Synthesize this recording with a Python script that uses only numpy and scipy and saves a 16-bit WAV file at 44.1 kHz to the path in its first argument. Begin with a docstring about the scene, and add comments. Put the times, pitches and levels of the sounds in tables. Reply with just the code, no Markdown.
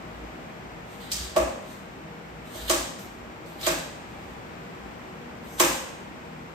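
"""In a hard-walled kitchen, fresh stems are torn and snapped on a board, a few metres from a two-port phone.
Each snap is a burst of fibre cracks, with a push that rings the board and worktop and excites the walls.
Tearing is a patchy stream of tiny cracks; wall echoes carry both on for over half a second.
An appliance on the left hums and blows air (shaped noise), and the lowest room resonance, a wavering
low sine with rumble, swells now and then."""
import sys
import numpy as np
from scipy import signal
from scipy.fft import rfft, irfft
from scipy.io import wavfile
from scipy.ndimage import uniform_filter1d

SR = 44100
rng = np.random.default_rng(int(sys.argv[2]) if len(sys.argv) > 2 else 0)


def transcribe(signal):
    """Save signal, clipped to [-1, 1], as a 16-bit WAV file at the path in sys.argv[1]."""
    frames = np.atleast_2d(signal).T
    limited = np.clip(frames, -1, 1)
    pcm = np.round(limited * 32767).astype(np.int16)
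    wavfile.write(sys.argv[1], SR, pcm)


N = 288569
T = np.arange(N) / SR  # time [s]
SIDES = np.array([[1], [-1]])  # sign of a left-right difference at the left and right port


def undb(db):
    """Level to amplitude: 20 dB is a factor of ten."""
    return 10 ** (np.asarray(db) / 20)


def unit(x):
    """Normalization to a root-mean-square of 1."""
    return x / np.sqrt(np.mean(x ** 2))


def band(x, lo_hz, hi_hz):
    """Band-pass filtering with a maximally flat passband."""
    return signal.sosfilt(signal.butter(2, [lo_hz, hi_hz], "bandpass", fs=SR, output="sos"), x)


def on_log(table, hz):
    """Interpolation of (frequency, value) rows along a logarithmic frequency axis."""
    f, v = np.transpose(table)
    return np.interp(np.log(hz + 1e-9), np.log(f), v)


def walk(rate):
    """Slow random modulation: values held for 1 / rate seconds, smoothed twice, standard deviation 1."""
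    hold = int(SR / rate)
    steps = np.repeat(rng.standard_normal(N // hold + 1), hold)
    x = uniform_filter1d(uniform_filter1d(steps, hold), hold)[:N]
    return x / x.std()


def decay(t, t60):
    """Exponential decay of amplitude by 60 dB in t60 seconds."""
    return np.exp(-np.log(1000) * t / t60)


def convolve(x, response):
    """Linear system: the output is the input convolved with the impulse response."""
    return signal.fftconvolve(x, response, axes=-1)[..., :N]


def causal(db):
    """Minimum phase: the cepstrum of a gain, folded onto positive times, gives the most compact response."""
    cepstrum = irfft(db * np.log(10) / 20)
    half = len(cepstrum) // 2
    folded = np.concatenate([cepstrum[:1], 2 * cepstrum[1:half], cepstrum[half:half + 1], np.zeros(half - 1)])
    return irfft(np.exp(rfft(folded)))[:half]


def bump(hz, centre_hz, width_hz, db, order=2):
    """Resonance or antiresonance as a peak or dip in dB, at half its dB at the edges of its width."""
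    return db / (1 + (2 * (hz - centre_hz) / width_hz) ** order)


def snaps():
    """Brittle fracture: a brief noise swells into each short burst of cracks, then a crackle thins out."""
    # breaks of the stems: (time [s], crack level [dB], knock level [dB], hollowness [dB],
    # hardness [dB per octave], thud [dB], rap [dB], stem ring [Hz], ring level [dB], sizzle level [dB],
    # left minus right [dB]); levels before the common gain
    breaks = [(1.116, -16, -53, -8, 8.5, 0, -5, 4760, 5.5, -3, -3.5),
              (1.3617, -20.5, -26, 9.5, -3.5, 0.5, -3.5, 5040, -1, -1.5, -0.5),
              (2.5465, -38, -52.5, 9, -3.5, 5, -3, 3550, 6, 1, -1.0),
              (2.6961, -11, -25, 4, -1.5, 3.5, -1.5, 3135, 4, 0, -1),
              (2.9894, -41, -57.5, 6, -7, -1, -2, 5350, 4, 11, -0.5),
              (3.4584, -47, -61, 1, -10, 3, 0, 4400, 11, -1, 0.6),
              (3.61, -35, -53, -5.5, 6, 0, -3, 5020, 6, 4, -2),
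              (3.6296, -28.5, -46, 3, -1, 6, -5, 3770, 17.5, -3, -0.3),
              (3.6644, -15, -25.5, 1.5, -1.5, 1.5, 0, 3580, 0.5, -1.5, -5.5),
              (5.598, -8, -20, 0, -0.5, 3.5, -2, 4470, -3, 4, -1)]
    gain_db = 32
    burst_peak_ms, rise_ms, rise_db = 0.6, 6.0, -16
    crackle_db, crackle_per_s, crackle_s = -8, 160, 0.061
    ring_width = 0.17  # share of the ring's pitch
    sizzle_hz, sizzle_width_hz = 12930, 3600
    lead = 1024  # samples ahead of the break
    cracks, pushes = np.zeros((2, N)), np.zeros(N)
    hz, t = np.fft.rfftfreq(4096, 1 / SR), T[:8 * lead] - T[lead]
    after = np.clip(t, 0, None) * 1000 / burst_peak_ms
    rising = undb(rise_db) * np.exp(np.clip(t, None, 0) * 1000 / rise_ms)
    shape = np.where(t < 0, rising, after * np.exp(1 - after))
    fading = undb(crackle_db) * (t > 0) * np.exp(-t / crackle_s)
    for s, *colour, ring_hz, ring_db, sizzle_db, pan_db in breaks:
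        i = int(s * SR) - lead
        stem = bump(hz, ring_hz, ring_width * ring_hz, ring_db)
        stem = stem + bump(hz, sizzle_hz, sizzle_width_hz, sizzle_db)
        push = causal(blow(hz, *colour) + worktop(hz) + stem)
        burst = shape * rng.standard_normal(len(t)) * undb(2.0 * rng.exponential(size=len(t)))
        parting = rng.random(len(t)) < crackle_per_s / SR
        crackle = fading * rng.standard_normal(len(t)) * parting
        # the burst is scaled to unit energy
        sound = signal.fftconvolve(burst / np.sqrt(np.sum(burst ** 2)) + crackle, push)
        cracks[:, i:i + len(sound)] += sound * undb(pan_db * SIDES / 2)
        pushes[i + lead:i + lead + len(push)] += push
    return undb(gain_db) * cracks, undb(gain_db) * pushes


def blow(hz, crack_db, knock_db, hollow_db, hard_db, thud_db, rap_db):
    """Incoherent sources add in power: bright breaking fibres plus a low knock on the board, in dB."""
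    # spectrum of breaking fibres: (frequency [Hz], relative level [dB])
    fibres = [(300, -33), (1120, -40), (2700, -20.5), (4300, -14.5), (7780, -11), (13100, -18.5)]
    knock_low_hz, knock_top_hz = 306, 3570  # the tilt stops below the first, a roll-off begins at the second
    octaves = np.log2(np.clip(hz, knock_low_hz, None) / 1000)
    knock = knock_db + hard_db * octaves
    knock = knock + bump(hz, 613, 264, hollow_db)
    knock = knock + bump(hz, 335, 110, thud_db) + bump(hz, 1510, 270, rap_db)
    knock = knock - 10 * np.log10(1 + (hz / knock_top_hz) ** 4)
    return 10 * np.log10(undb(2 * knock) + undb(2 * (crack_db + on_log(fibres, hz))))


def worktop(hz):
    """Modal response: each contact spot drives the wood's modes differently; the lows roll off, in dB."""
    # resonances of board and worktop: (frequency [Hz], width [Hz], level [dB]), before the spread by spot
    modes = [(340, 175, 6), (613, 176, 9), (1070, 306, 10.5), (1650, 190, 4.5), (2640, 510, 2)]
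    spot_db, spot_shift = 1.5, .04  # spread in level and as a share of pitch
    spot = rng.standard_normal((len(modes), 2))
    rings = sum(bump(hz, f * (1 + spot_shift * a), width, db + spot_db * b)
                for (f, width, db), (a, b) in zip(modes, spot))
    return rings - 10 * np.log10(1 + (200.0 / (hz + 1)) ** 6)


def board():
    """Modal ringing: damped sines answer each push, the low ones building up later."""
    # short rings of the board: (frequency [Hz], level [dB], 60 dB decay time [s])
    board_modes = [(350.4, -45.5, .15), (650.5, -43.5, 0.13), (1034, -48, .09), (1140, -36, 0.085),
                   (1620, -56, .08), (2580, -45, .1)]
    fill_cycles, left_late_ms = 3.7, 0.23
    t = np.clip(T[:SR // 4] - left_late_ms / 1000 * np.array([[1], [0]]), 0, None)
    out = 0
    for hz, db, t60 in board_modes:
        fill = 1 - np.exp(-(t * hz / fill_cycles) ** 2)
        out = out + undb(db) * fill * np.sin(2 * np.pi * hz * t) * decay(t, t60)
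    return out


def tearing():
    """Crackling noise: dense tiny cracks of uneven size; each pull sets in, grows or slackens, and lets go."""
    # pulls: (start [s], length [s], first level [dB], last level [dB],
    # duller scrape re hiss [dB], brighter hiss re hiss [dB]), before the patchiness
    pulls = [(0.852, 0.15, -73.5, -72.5, -1, -3), (0.989, 0.24, -74.5, -59, 3, -5),
             (1.596, 0.12, -73, -70.5, -1, -4), (2.436, 0.12, -81, -67, -1, -3.5),
             (2.555, 0.13, -64, -60, 1.5, -2.5), (2.985, 0.05, -72, -78, -3, 1),
             (3.448, 0.15, -72.5, -84, 1, 0), (3.583, 0.074, -65, -58, 3.5, 2),
             (4.06, 0.27, -77.5, -87, 0, -4), (5.407, 0.07, -79, -83, 1, 0),
             (5.465, 0.123, -66, -64, -12, -2), (5.565, 0.031, -60, -43, -0.5, -7)]
    attack_s, release_s = 0.017, 0.029
    patchy_db, patches_per_s = 4, 40.
    scrape_low_db = -4.5  # lower edge of the scrape
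    grit = rng.standard_normal(N) * undb(3.15 * rng.exponential(size=N))
    bands_hz = [(5170, 9700), (2620, 4680), (10500, 13200), (1130, 3000)]  # hiss, dull, bright, low
    layers = np.array([unit(band(grit, lo, hi)) for lo, hi in bands_hz])
    out = np.zeros(N)
    for s, length, first_db, last_db, dull_db, bright_db in pulls:
        span = slice(int(s * SR), int((s + length + release_s) * SR))
        t, (hiss, dull, bright, low) = T[span], layers[:, span]
        attack = np.clip((t - s) / attack_s, 0, 1)
        release = np.clip(1 - (t - s - length) / release_s, 0, 1) ** 2
        pull = attack * release * undb(np.interp(t, [s, s + length], [first_db, last_db]))
        scrape = undb(dull_db) * (dull + undb(scrape_low_db) * low)
        out[span] += pull * (hiss + scrape + undb(bright_db) * bright)
    return undb(patchy_db * walk(patches_per_s)) * out


def paths():
    """Image sources: the straight path and nearest reflections are delayed copies, offset between ports."""
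    # first arrivals from the hands: (delay midway between the ports [ms], level [dB], left port late by [ms])
    arrivals = [(0.2, -1, 0.17), (3.93, 2, 0.23), (7.5, -1, -0.12), (13.36, -7.5, 0.11),
                (21.86, -15.5, -0.11), (31.5, -26, 0.26)]
    hz = np.fft.rfftfreq(4096, 1 / SR)
    spectrum = 0
    for ms, db, late in arrivals:
        delay_s = (ms + late * SIDES / 2) / 1000
        spectrum = spectrum + undb(db) * np.exp(-2j * np.pi * hz * delay_s)
    return irfft(spectrum)


def walls():
    """Reverberation: a diffuse field decaying at its own rate in each band, plus distinct low room modes."""
    # diffuse echoes by octave band: (centre [Hz], 60 dB decay time [s], level [dB])
    octave_bands = [(186, 1, 3), (408, 0.75, -2.5), (803, 0.72, 2), (1696, 0.68, 5.5), (2910, 0.77, 3.5),
                    (6100, 0.67, 3), (14600, 0.49, 2)]
    # share of the echoes that both ports hear alike: (frequency [Hz], share [0-1])
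    echo_alike = [(100, 0.8), (250, 0.46), (500, 0), (2000, 0), (8000, 0.27), (14000, 0)]
    # clear low room modes: (frequency [Hz], level re modes_db [dB], 60 dB decay time [s])
    room_modes = [(223, -21, 1), (260.2, -8.5, 0.88), (291, -2.5, 0.58), (333, 1, 0.43), (351, 4.5, 0.28),
                  (383, -35, 0.4), (496, -8, 0.54), (527, -2.5, 0.7), (544, -4.5, 0.7), (574, -4.5, 0.46),
                  (591, -7, 0.5), (613, -10, 0.42), (642.6, 0.5, 0.34), (662, 0.5, 0.32), (727, -7, 0.27),
                  (805, -6, 0.74), (825, -1, 0.7), (866, -5, 0.3), (990, -17, 0.7), (1050, -21.5, 0.43),
                  (1057, -21, 0.5), (1110, -6, 0.21)]
    modes_db = -49
    fill_s, fill_cycles = 0.0011, 1.5  # low echoes build up more slowly
    lumps_db, lumps_per_s, lumps_s = 2, 253, 0.108  # early echoes come in clumps that smooth out
    lumps_hz = 3000.  # below this, echoes are less clumped
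    t = T[:SR]
    out = 0

    def fill(hz):
        """Gradual build-up of echo density."""
        return 1 - np.exp(-(t / (fill_s + fill_cycles / hz)) ** 2)

    for hz, t60, db in octave_bands:
        alike = np.clip(on_log(echo_alike, hz), 0, 1)
        top_hz = min(hz * np.sqrt(2), .45 * SR)
        mid, side = band(rng.standard_normal((2, SR)), hz / np.sqrt(2), top_hz)
        ports = np.sqrt(1 + alike) * mid + np.sqrt(1 - alike) * side * SIDES
        clumping_db = lumps_db * min(hz / lumps_hz, 1) * walk(lumps_per_s)[:SR] * np.exp(-t / lumps_s)
        energy = t60 * SR / np.log(1e6)  # summed square of the decay
        out = out + undb(db + clumping_db) * fill(hz) * ports * decay(t, t60) / np.sqrt(energy)
    phases = rng.standard_normal((len(room_modes), 2))
    for (hz, db, t60), (start, apart) in zip(room_modes, phases):
        # the shorter the wave, the more the two ports differ in phase
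        phase = .5 * start + apart * hz / 1140.0 * SIDES
        flutter_db = 1.3 * walk(29.5)[:SR]  # beating with weaker neighbours
        tone = np.sin(2 * np.pi * hz * t + phase)
        out = out + undb(modes_db + db + flutter_db) * fill(hz) * tone * decay(t, t60)
    return out


def appliance(lag_s=0.00039):
    """Interaural coherence: blown air partly alike (late at the right), partly diffuse; narrow-band hum."""
    # spectrum of blown air before the boost of its straight part and scaling: (frequency [Hz], level [dB])
    air_spectrum = [(15, -76), (25, -31), (70, -10), (107, -10.5), (144, -11), (184, -5.5), (250, -5.5),
                    (308, -5.5), (392, -6.5), (791, -5), (1500, -9.5), (2400, -12), (4000, -23.5),
                    (5500, -27.5), (7800, -31), (9600, -37.5), (11300, -39), (14000, -35.5), (15800, -51)]
    # share of the air that comes straight: (frequency [Hz], share [0-1])
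    straight_share = [(40, 0.92), (130, 0.8), (290, 0.58), (640, 0.31), (3000, 0.02), (14000, 0.5)]
    # balance of the air: (frequency [Hz], left minus right [dB])
    balance = [(60, -4.5), (150, 3), (400, 0), (1000, 2.5), (4000, 0.8), (9000, -0.5)]
    # hum, each band from 7 Hz below to 9 Hz above: (frequency [Hz], level [dB]), before the sway
    hum_bands = [(118.4, -59.5), (160, -53), (199.2, -56.5), (240, -56), (317.6, -57.5), (371.4, -58),
                 (473.7, -56.5), (629.8, -62), (795, -62)]
    air_db, air_sway_db, air_sways_per_s = -42, .5, 1.79
    hum_sway_db, hum_sways_per_s = 1.5, 3.514
    hz = np.fft.rfftfreq(N, 1 / SR)
    alike = np.clip(on_log(straight_share, hz), 0, .99)
    straight, left, right = rfft(rng.standard_normal((3, N)))
    late = np.exp(-2j * np.pi * hz * lag_s)
    ports = np.sqrt(alike) * straight * np.array([late ** 0, late])
    ports = ports + np.sqrt(1 - alike) * np.array([left, right])
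    gain = undb(on_log(air_spectrum, hz) + on_log(balance, hz) * SIDES / 2)
    gain = gain / np.sqrt(1.02 - alike)  # stronger where more comes straight
    air = unit(irfft(ports * gain, N)) * undb(air_db + air_sway_db * walk(air_sways_per_s))
    hum = 0
    for f, db in hum_bands:
        level = undb(db + hum_sway_db * walk(hum_sways_per_s))
        hum = hum + level * unit(band(rng.standard_normal(N), f - 7.0, f + 9.0))
    return air + hum * undb(.6 * SIDES)


def boom(hz=54.3):
    """Lowest room mode: a sine of wavering pitch with looser rumble, swaying faintly and swelling at times."""
    # swells: (peak time [s], level of the sine [dB], length between 1/e points [s])
    swells = [(.19, -47, 0.24), (0.698, -55, .16), (1.04, -58, 0.077), (1.232, -40.5, 0.15),
              (1.448, -38, 0.12), (1.914, -57, 0.063), (2.373, -51, 0.187), (2.67, -43, 0.15),
              (2.8, -44.5, 0.124), (3.09, -56, 0.09), (3.25, -52.5, 0.13), (3.72, -48, 0.15),
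              (4.15, -57, 0.073), (4.32, -62, 0.071), (4.87, -55, 0.087), (5.47, -54, .07),
              (5.67, -48.5, 0.21), (5.83, -62, 0.056)]
    rest_db, sway_db, sways_per_s = -64.5, 1.5, 11  # between swells
    level = undb(rest_db + sway_db * walk(sways_per_s))
    level = level + sum(undb(db) * np.exp(-(2 * (T - s) / length) ** 2) for s, db, length in swells)
    rumble = undb(-9.5) * unit(band(band(rng.standard_normal(N), 43, 104.0), 43, 104.0))
    tone = np.sin(2 * np.pi * np.cumsum(hz + 2.49 * walk(2.9)) / SR)
    return level * np.sqrt(2) * (tone + rumble)


def scene():
    """Superposition: direct cracks, board rings, tearing and wall echoes over the appliance and room mode."""
    direct_db, tear_echo_db = -7, 13
    cracks, pushes = snaps()
    tear = tearing()
    echo = convolve((pushes + undb(tear_echo_db) * tear)[None], walls())
    # the low thud builds up in worktop and walls; the direct path carries the crack
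    direct = undb(direct_db) * convolve(band(cracks, 860.0, 15000.0), paths())
    return direct + convolve(pushes[None], board()) + tear + echo + appliance() + boom()


def record(dry):
    """Saturation rounds the peaks; the spectrum has narrow dips near 10 and 15.6 kHz and a steep low-pass."""
    # dips in the spectrum: (centre [Hz], width [Hz], level [dB])
    dips = [(10350., 900., -22.0), (15600., 1500., -14.0)]
    top_hz = 15800
    hz = np.fft.rfftfreq(512, 1 / SR)
    dipped = causal(sum(bump(hz, *dip, order=4) for dip in dips))
    rounded = np.tanh(.45 * dry) / .45
    low_pass = signal.ellip(12, .2, 80, top_hz, fs=SR, output="sos")
    return signal.sosfilt(low_pass, convolve(rounded, dipped[None]))


dry = scene()
out = record(dry)
transcribe(out)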